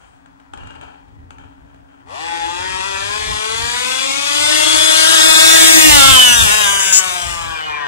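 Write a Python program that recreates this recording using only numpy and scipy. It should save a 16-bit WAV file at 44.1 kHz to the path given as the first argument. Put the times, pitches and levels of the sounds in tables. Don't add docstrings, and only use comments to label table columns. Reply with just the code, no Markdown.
import sys
import numpy as np
from scipy import signal
from scipy.fft import rfft, irfft, next_fast_len
from scipy.io import wavfile
from scipy.ndimage import uniform_filter1d, map_coordinates

SR = 44100
rng = np.random.default_rng(int(sys.argv[2]) if len(sys.argv) > 2 else 0)


def persist_wave(psi):
    counts = np.round(np.clip(psi, -1, 1) * 32767).astype(np.int16)
    wavfile.write(sys.argv[1], SR, np.atleast_2d(counts).T)


N = 347269
TIME = np.arange(N) / SR

# time in seconds, left level over right in dB.
PAN = [(0, 5.5), (2.3, 5.5), (3.5, 6), (4.5, 4.5), (5.3, 4.5), (5.75, 2), (6.3, 2), (6.6, 3), (7.1, 6),
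       (7.87, 4)]
# frequency in Hz, gain in dB.
SHADE = [(4000, 0.5), (6000, -2), (8000, -14), (11000, -7.5), (15000, -6.5)]
# frequency in Hz, left-right correlation (-1 to 1).
ALIKE = [(100, -0.78), (300, -0.978), (650, -0.97), (1300, -0.59), (3000, -0.46), (7000, -0.067),
         (15000, -0.24)]
TOP_HZ = 15676

# frequency in Hz, relative level in dB per Hz.
TOWN = [(60, -4), (130, -3), (280, -2), (400, -9), (650, -4), (1000, -8), (1600, -14), (2500, -23),
        (4500, -29), (8000, -32), (11000, -39), (15000, -43)]
# frequency in Hz, mean level in dB.
HUM = [(279.9, -55.5), (263.5, -57.5), (172.3, -67)]
HUM_RISE_S = .35
HUM_BEHIND_DB = -24
# frequency in Hz, relative level in dB per Hz.
BUFFET = [(15, -36), (35, -9.5), (55, 0), (85, 0), (130, -9), (220, -17), (500, -25.5), (2000, -84)]
# centre in seconds, peak level in dB, bell width in seconds.
GUSTS = [(.85, -43, 0.23), (1.42, -42, 0.23), (2.75, -33.5, 0.15), (3.15, -33.5, 0.2), (3.68, -32, 0.051),
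         (5.3, -41.5, 1.56), (5.97, -19.5, 0.06), (6.12, -17, 0.04), (6.43, -19.5, 0.074),
         (6.7, -33.5, .09), (7.43, -31, 0.12), (7.7, -41, 0.068)]
CALM_DB = -50.5

# frequency in Hz, t60 in seconds.
STREET = [(200, 0.99), (1500, 0.37), (5000, 0.72), (12000, 0.15)]
# time in seconds, gain in dB.
ECHO = [(2.2, -6), (3.6, -5), (4.1, 1), (5.75, -1), (6.1, -11), (6.5, -8), (6.9, -6), (7.3, -2), (7.87, -5)]
DIFFUSE_DB = -4
# time in seconds, metres along the street from the microphone.
ROUTE = [(2.2, -42), (3, -38), (3.6, -33.5), (4.1, -28.5), (4.6, -22.5), (5.75, -5.5), (6.15, 0), (6.5, 4),
         (7, 9), (7.87, 16)]
LANE_M = 4
FRONTS_FROM_M, FRONTS_TO_M = -75, 25
FRONTS_SIDE_M = 11
# centre in
# seconds, # bell width in seconds, frequency in Hz, half width in Hz, depth in dB.
NOTCHES = [(5.5, 0.21, 3018, 181, -17), (6.41, 0.038, 2145, 225, -23), (6.8, 0.092, 4170, 230, -20)]

# time in seconds, firing rate as heard in Hz, before the wind-down excess.
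SPEED = [(2.04, 63.45), (2.1, 91.9), (2.15, 127.9), (2.205, 158.5), (2.27, 168.2), (2.33, 169.6),
         (2.44, 167.3), (2.55, 175.5), (2.64, 185.1), (2.76, 188.2), (2.83, 188.8), (2.86, 196.2),
         (2.96, 192.2), (3.04, 198.9), (3.18, 212.7), (3.29, 215.1), (3.36, 212.1), (3.47, 218.7),
         (3.88, 254.9), (4.2, 281.2), (4.55, 304.4), (4.75, 308.4), (5.06, 318), (5.14, 327.1), (5.19, 311),
         (5.26, 319.1), (5.33, 313.7), (5.55, 322.7), (5.8, 317), (5.87, 309.1), (5.93, 294.4),
         (6.03, 271.1), (6.1, 270.6), (6.17, 256.3), (6.28, 245), (6.35, 239.2), (6.43, 224.6),
         (6.49, 202.9), (6.54, 212), (6.6, 212), (6.67, 199.9), (6.8, 195.8), (6.93, 192.4), (7.2, 176.2),
         (7.48, 164.4), (7.87, 142.1)]
WIND_DOWN_HZ, WIND_DOWN_S = 67.96, .8
OPEN_S, OPEN_LAG_S = 2.05, .06
CLEAR_LAG_S = .07
WAVER, IDLE_WAVER = .002, .035
JITTER_TURNS = .0021
# time in seconds, heading (0 tail, 1 turning, 2 nose, 3 flank, 4 tail).
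HEADING = [(0, 1.5), (1.85, 0.5), (2.1, 1.1), (2.8, 1), (3.7, 1.5), (5.85, 4), (6.05, 3.5), (6.35, 4),
           (6.6, 4)]
# time in seconds, level in dB with the throttle open.
LEVEL = [(2.2, -30), (2.55, -30), (2.85, -28), (3.4, -28.5), (3.95, -26), (4.22, -27.5), (4.45, -22.5),
         (4.8, -20.5), (5.1, -19), (5.9, -13), (6.25, -14.5), (6.7, -18.5), (7.05, -23.5), (7.35, -28.5),
         (7.87, -23)]
# time in seconds, level in dB.
TREBLE = [(2.2, -9), (2.9, -5), (3.5, -1), (4.5, 4), (5.6, 7.5), (6.1, 3.5), (6.7, 0.5), (7.33, -0.5),
          (7.55, -13.5), (7.8, -27.5)]
SHUT_BARK_DB, SHUT_RASP_DB, SHUT_HISS_DB = -23, -40.5, -37
RASP_DB, RASP_FOLLOWS = 3.5, 0.41
TAIL_RASP_DB = -4
ROUGH_IDLE, ROUGH_NOSE, ROUGH_TAIL = .8, .17, .06

# frequency in Hz, relative level in dB per Hz.
BRAKE = [(2500, -49), (2760, -10), (2840, 4), (2920, -11), (3080, -30), (3190, -16), (3350, -50)]
# start in seconds, length in seconds, level in dB.
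BRAKING = [(.57, .19, -48.5)]
# frequency in Hz, relative level in dB per Hz.
HISS = [(1000, -22), (2000, -6), (5000, -10), (8500, 5), (12000, -20)]

# start in seconds, length in seconds, level in dB.
BLIPS = [(0, 0.026, -46), (.57, 0.2, -42), (.81, 0.035, -38.5), (1.38, 0.061, -45.5), (1.66, 0.038, -52.5),
         (1.88, .12, -53)]
# start in seconds, peak in dB before the layer gain.
STRAYS = [(.26, -33), (0.4, -33.5), (.536, -17.5), (0.575, -23), (.635, -30), (.672, -23), (0.706, -24.5),
          (.754, -29), (.812, -22.5), (.835, -27.5), (1.083, -38), (1.306, -22.5), (1.384, -29),
          (1.745, -36)]
# frequency in Hz, relative level in dB per Hz.
FAR_PIPE = [(300, -3), (550, -3.5), (850, 4.5), (1080, -4.5), (1300, -1.5), (1620, -3), (1850, -12),
            (2050, -22), (2350, -7.5), (2700, -11.5), (3050, -12.5), (3200, -8.5), (3400, -21), (3700, -19),
            (4300, -24.5), (5500, -28), (6600, -19.5), (8300, -23), (11500, -43), (15000, -50)]
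# frequency in Hz, relative level in dB per Hz.
TICK = [(600, -14), (1500, 10), (3500, 1), (5300, -14), (7000, -4), (9000, -7), (12000, -23), (15000, -30)]
ECHO_DB, TICK_DB, TICK_T60 = -1, -13, .012

# frequency in Hz, relative level in dB per Hz.
TYRES = [(60, -30), (150, 7), (300, -3), (600, 10.5), (800, -25), (1200, 12), (3000, -88)]
# frequency in Hz, relative level in dB per Hz.
THROAT = [(400, -48), (620, 9), (850, 3), (1150, 11), (1400, -18), (2200, -45)]

# centre in seconds, order, level at the peak in dB, bell width in seconds.
FLARES = [(2.42, 5, -33, 0.14), (2.35, 20, -43.5, .08), (3.75, 4, -34.5, 0.21), (4.6, 4, -32, 0.6),
          (4.42, 12, -31, 0.069), (4.7, 11, -35, 0.2), (4.48, 5, -32.5, 0.063), (5.2, 11, -30, 0.49),
          (5.4, 28, -26, 0.054), (5.6, 25, -23, 0.13), (5.618, 26, -36, 0.29), (5.95, 3, -27, 0.05004),
          (6.06, 5, -15.5, 0.062), (6.08, 13, -21, 0.12), (6.11, 10, -15, 0.056), (6.21, 12, -8, 0.085),
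          (6.329, 25, -17.5, 0.043), (6.4, 16, -15, 0.027), (6.62, 18, -24.5, 0.059),
          (6.66, 5, -31.5, 0.11), (6.82, 8, -23, 0.16), (7.15, 4, -35, 0.17), (6.85, 12, -32.5, 0.19),
          (7.4, 7, -35, 0.11), (7.57, 15, -29, 0.021), (7.64, 19, -35.5, 0.047), (7.739, 16, -27, 0.044),
          (7.839, 13, -31.5, 0.07)]
# start in seconds, length in seconds, level in dB.
SHRILLS = [(6.79, .13, -17.5), (6.92, 0.069, -0.5)]
# frequency in Hz, relative level in dB per Hz.
CHASSIS = [(3000, -53), (5000, 4.5), (6300, 7.5), (6950, 17.5), (7400, 8), (7950, 14.5),
           (8500, -9), (14000, -11)]

# order, dB at mid speed, dB gained per octave of speed,
# dB gained from behind.
ORDERS = [(1, -1, 4.5, 3), (2, -1, 4.5, -11), (3, -6.5, 3, -4), (4, -2.5, 15, -4), (5, 0.5, -2.5, -9.5)]
MID_HZ = 250
# frequency in Hz, gain in dB.
PIPE = [(210, -19), (270, -6.5), (315, -1.5), (390, 0), (520, -3), (630, 0.5), (750, -3), (840, 4),
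        (950, -0.5), (1230, -4.5), (1340, -6), (1520, -6.5), (1620, 5)]

# frequency in Hz, relative level in dB per Hz.
TURNING = [(600, 4), (850, 11), (1000, 5.5), (1200, -2), (1450, 0.5), (1750, -1), (1950, -1), (2150, -15.5),
           (2400, -7), (2700, -9.5), (3100, -13), (3400, -6.5), (3650, -13.5), (4000, -17), (5500, -21),
           (7500, -15.5), (9500, -21), (12000, -33), (15000, -58)]
NOSE = [(760, 9), (950, 9), (1250, 10.5), (1600, -11.5), (2100, -1.5), (2700, 3.5), (3170, 2.5), (3450, 10),
        (3750, 1), (4200, 1), (5400, -6), (7000, -0.5), (9000, -2.5), (11500, -13), (15000, -30)]
FLANK = [(700, 10), (1050, 8), (1380, 17), (1900, -2), (2500, -5), (3000, 5), (3600, 4.5), (4600, -5),
         (5900, -8), (7000, -3.5), (8300, -0.5), (11000, -9.5), (15000, -33)]
TAIL = [(650, 21.5), (850, 9.5), (1100, 6), (1350, -1), (1580, 5.5), (1950, -4), (2400, -3), (2900, 4),
        (3450, 1), (4400, -11.5), (5400, -11), (7000, -5.5), (9000, -5.5), (11000, -12), (15000, -12.5)]
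# frequency in Hz, gain in dB.
PUFF_TILT = [(700, -6), (1500, -4), (3000, 1), (5000, 7), (8000, 6), (12000, 7)]
# lower edge in Hz, upper edge in Hz.
BANDS = [(650, 2200), (2200, 5000), (5000, 15500)]


def amp(db):
    return 10 ** (np.asarray(db) / 20)


def unit(x):
    return x / np.sqrt(np.mean(x ** 2) + 1e-20)


def along(points, hz):
    f, v = np.transpose(points)
    return np.interp(np.log(hz + 1), np.log(f + 1), v)


def curves(rows):
    s, *cols = np.transpose(rows)
    return [np.interp(TIME, s, c) for c in cols]


def wobble(rate):
    knots = rng.standard_normal(int(N * rate / SR) + 4)
    return map_coordinates(knots, [TIME * rate], mode="nearest")


def noise_pair():
    return rng.standard_normal((2, N))


def filtered(x, response):
    m = next_fast_len(N + 8192)
    return irfft(rfft(x, m) * response(np.fft.rfftfreq(m, 1 / SR)), m)[..., :N]


def coloured(x, spectrum):
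    return unit(filtered(x, lambda hz: amp(along(spectrum, hz))))


def steady(x):
    power = uniform_filter1d(np.mean(x ** 2, axis=0), size=4000)
    power = uniform_filter1d(power, size=4000)
    return x / np.sqrt(np.abs(power) + 1e-12)


def swell(s, width):
    return np.exp(-.5 * ((TIME - s) / width) ** 2)


def bursts(rows, attack_s, release_db_per_s):
    envelopes = []
    for s, length, db in rows:
        attack = np.clip((TIME - s) / attack_s, 0, 1)
        envelopes.append(attack * amp(db - release_db_per_s * np.maximum(TIME - s - length, 0)))
    return np.max(envelopes, axis=0)


def blows(rows, t60):
    return sum((TIME >= s) * amp(db - 60 * np.clip((TIME - s) / t60, 0, 3)) for s, db in rows)


def ports(direct, scattered):
    turn = lambda hz: np.arccos(np.clip(along(ALIKE, hz), -.99, .99)) / 2
    mid = filtered(scattered, lambda hz: np.cos(turn(hz)))
    side = filtered(direct, lambda hz: np.sin(turn(hz)))
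    return np.array([mid + side, mid - side])


def facing(pair):
    left = amp(curves(PAN)[0])
    right = filtered(pair[1], lambda hz: amp(along(SHADE, hz)))
    return np.array([left * pair[0], right]) / np.sqrt((1 + left ** 2) / 2)


def voiced(x, spectrum):
    return facing(unit(ports(*coloured(x, spectrum)))) * np.sqrt(np.mean(x ** 2))


def buffeting():
    gusts = sum((amp(db) * swell(s, width)) ** 2 for s, db, width in GUSTS)
    return np.sqrt(amp(CALM_DB) ** 2 + gusts)


def air(gust_db=4.0):
    town = amp(-54) * coloured(ports(*noise_pair()), TOWN)
    hum = 0
    for hz, db in HUM:
        level = amp(db + 2.5 * wobble(9)) * np.sqrt(2)
        cycles = hz * TIME + rng.random((2, 1)) / 4
        hum = hum + level * np.sin(2 * np.pi * cycles + .55 * wobble(22))
    mid, side = coloured(noise_pair(), BUFFET) * [[.8], [1]]
    breeze = unit(np.array([mid + side, mid - side]) * amp(gust_db * wobble(11)))
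    hum_gain = np.minimum(1, TIME / HUM_RISE_S) * amp(HUM_BEHIND_DB * leaving())
    return facing(town + hum_gain * hum) + buffeting() * breeze


def echoes(x, t60s):
    hz, _, z = signal.stft(rng.standard_normal(SR // 2), SR, nperseg=256)
    t = np.arange(z.shape[1]) * 128 / SR
    decay = amp(-60 * t / along(t60s, hz)[:, None])
    tail = signal.istft(z * decay, SR, nperseg=256)[1]
    return signal.fftconvolve(x, tail / np.linalg.norm(tail))[:N]


def rebounds(x, count=28):
    place = uniform_filter1d(curves(ROUTE)[0], size=12000, mode="nearest")
    straight = np.hypot(place, LANE_M)
    fronts = np.linspace(FRONTS_FROM_M, FRONTS_TO_M, count)
    out = 0
    for front, (shift, setback) in zip(fronts, rng.random((count, 2))):
        up = front + 2 * shift
        across = FRONTS_SIDE_M * (.5 + setback)
        path = np.sqrt((place - up) ** 2 + (across - LANE_M) ** 2) + np.hypot(up, across)
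        delay = (path - straight) / 343
        out = out + np.interp(TIME - delay, TIME, x) * straight / path
    return steady(out[None])[0]


def in_street(x):
    answer = rebounds(x) + amp(DIFFUSE_DB) * echoes(x, STREET)
    return x + amp(curves(ECHO)[0]) * answer


def multipath(x, direct, rate, cell_hz=180):
    hz, t, z = signal.stft(x, SR, nperseg=1024)
    where = np.meshgrid(hz / cell_hz, t * rate, indexing="ij")
    knots = rng.standard_normal((2, 200, 120))
    real, imag = (map_coordinates(k, where, mode="mirror") for k in knots)
    paths = real + 1j * imag
    return unit(signal.istft(z * (direct + paths), SR, nperseg=1024)[1][:N])


def outdoors(x):
    heard = in_street(x)
    direct = multipath(heard, direct=2.6, rate=7)
    scattered = multipath(heard, direct=1.1j, rate=9)
    return unit(ports(direct, scattered))


def cancelled(x):
    for s, width_s, centre, width, db in NOTCHES:
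        band = filtered(x, lambda hz: np.exp(-((hz - centre) / width) ** 4))
        x = x - (1 - amp(db)) * np.minimum(1, 2 * swell(s, width_s)) * band
    return x


def shut(lag_s=OPEN_LAG_S):
    return np.exp(-np.maximum(TIME - OPEN_S, 0) / lag_s)


def firing_rate():
    return curves(SPEED)[0] + shut() * WIND_DOWN_HZ * np.exp(-TIME / WIND_DOWN_S)


def crank():
    hunting = WAVER * wobble(25) + IDLE_WAVER * shut(CLEAR_LAG_S) * wobble(60)
    rate = firing_rate() * (1 + hunting)
    return np.cumsum(rate) / SR + JITTER_TURNS * wobble(220)


def leaving():
    return np.interp(curves(HEADING)[0], [3.5, 4], [0, 1])


def bark_db():
    return curves(LEVEL)[0] + SHUT_BARK_DB * shut()


def band_levels():
    level, treble = curves(LEVEL)[0], curves(TREBLE)[0]
    rasp = level + RASP_DB + RASP_FOLLOWS * treble + TAIL_RASP_DB * leaving() + SHUT_RASP_DB * shut()
    return bark_db(), rasp, level + treble + SHUT_HISS_DB * shut()


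def roughness():
    running = ROUGH_NOSE + (ROUGH_TAIL - ROUGH_NOSE) * leaving()
    return running + (ROUGH_IDLE - running) * shut(CLEAR_LAG_S)


def pops(turns, count=56, order=3):
    half = np.pi * (turns % 1) + 1e-9
    upper = np.sin((2 * count + 1) * half)
    lower = np.sin((2 * order + 1) * half)
    return unit((upper - lower) / np.sin(half))


def dispersed(x, cell_hz=420, radians=1.79):
    knots = rng.standard_normal(200)
    phase = lambda hz: radians * map_coordinates(knots, [hz / cell_hz], mode="mirror")
    return filtered(x, lambda hz: np.exp(1j * phase(hz)))


def brake(hiss_s=0.033, hiss_width_s=0.12, hiss_db=-64):
    hiss = coloured(ports(*noise_pair()), HISS)
    disc = coloured(ports(*noise_pair()), BRAKE) * amp(2.5 * wobble(36))
    singing = disc * bursts(BRAKING, attack_s=0.024, release_db_per_s=130)
    return facing(singing + hiss * amp(hiss_db) * swell(hiss_s, hiss_width_s))


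def sputter(turns, noise=1.35, pop_db=-5, pop_t60=0.025, ring_t60=0.61, blur_t60=0.066):
    train = unit(amp(3 * wobble(110)) * dispersed(pops(turns)))
    firings = bursts(BLIPS, attack_s=0.0064, release_db_per_s=73) * train
    runs = np.array([echoes(firings, [(1000, blur_t60)]) for _ in range(2)])
    gas = bursts(BLIPS, attack_s=0.007, release_db_per_s=77) * noise * noise_pair()
    singles = amp(pop_db) * blows(STRAYS, pop_t60) * noise_pair()
    ring = [(1000, ring_t60), (9000, 0.37 * ring_t60)]
    answer = np.array([echoes(c, ring) for c in singles])
    cracks = amp(TICK_DB) * blows(STRAYS, TICK_T60) * noise_pair()
    body = (runs + gas) / np.hypot(1, noise) + singles + amp(ECHO_DB) * answer
    return voiced(body, FAR_PIPE) + voiced(cracks, TICK)


def tyres(level_db=-16):
    roar = coloured(ports(*noise_pair()), TYRES)
    return facing(roar * amp(bark_db() + level_db))


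def gulp(turns, s=2.17, width_s=0.048, level_db=-35, noise=0.89):
    air_in = pops(turns) + noise * noise_pair()
    throat = coloured(ports(*air_in), THROAT)
    return facing(throat * amp(level_db) * swell(s, width_s))


def rings(turns):
    whine = 0
    for s, k, db, width in FLARES:
        level = swell(s, width) * amp(db + 2.53 * wobble(60))
        whine = whine + np.sqrt(2) * level * np.sin(2 * np.pi * round(k) * turns)
    buzz = pops(turns) + 0.67 * rng.standard_normal(N)
    metal = coloured(buzz, CHASSIS)
    ringing = steady(facing(np.array([metal, -metal])))
    return whine + bursts(SHRILLS, attack_s=0.011, release_db_per_s=1000) * ringing


def drone(turns, flutter_db=2.5, fade_db=-0.5, level_db=1, unsettled_db=-18, echo_db=-11):
    rate = firing_rate()
    tones = 0
    for k, db, slope, behind in ORDERS:
        level = db + slope * np.log2(rate / MID_HZ) + behind * leaving() + along(PIPE, k * rate)
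        level = level + flutter_db * wobble(55) + fade_db * wobble(3.9)
        tones = tones + amp(level) * np.exp(2j * np.pi * (round(k) * turns + rng.random()))
    strength = np.sqrt(np.abs(uniform_filter1d(tones.real ** 2, size=4000)))
    answer = amp(echo_db) * strength * rebounds(tones.real, count=12)
    gain = amp(bark_db() + level_db + unsettled_db * shut(CLEAR_LAG_S))
    return facing(ports(gain * (tones.real + answer), gain * (tones.imag + answer)))


def exhaust(turns, scatter_db=1.0, gating=0.34, breakup_hz=11000):
    size = amp(scatter_db * rng.standard_normal(4000))[np.abs(turns).astype(int)]
    rough = roughness()
    pulses = outdoors(dispersed(pops(turns + .5, order=5) * size))
    tone = filtered(pulses, lambda hz: 1 / np.hypot(1, hz / breakup_hz))
    gate = np.exp(-gating * (1 - shut()) * np.cos(2 * np.pi * turns))
    puffs = unit(ports(*noise_pair()) * size * gate)
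    puffs = filtered(puffs, lambda hz: amp(along(PUFF_TILT, hz)))
    gas = np.sqrt(1 - rough) * tone + np.sqrt(rough) * puffs
    heading = curves(HEADING)[0]
    turned = 0
    for k, colour in enumerate([TAIL, TURNING, NOSE, FLANK, TAIL]):
        share = np.maximum(0, 1 - np.abs(heading - k))
        turned = turned + share * coloured(gas, colour)
    voice = facing(cancelled(turned))
    out = 0
    for (lo, hi), db in zip(BANDS, band_levels()):
        edges = lambda hz: 1 / np.sqrt((1 + (lo / (hz + 1)) ** 16) * (1 + (hz / hi) ** 16))
        out = out + amp(db) * steady(filtered(voice, edges))
    return out


def scene():
    turns = crank()
    engine = exhaust(turns) + drone(turns) + gulp(turns) + rings(turns)
    return engine + tyres() + sputter(turns) + brake() + air()


def record(dry):
    limited = dry / (1 + np.abs(dry / 1.05) ** 6) ** (1 / 6)
    return filtered(limited, lambda hz: hz < TOP_HZ)


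dry = scene()
out = record(dry)
persist_wave(out)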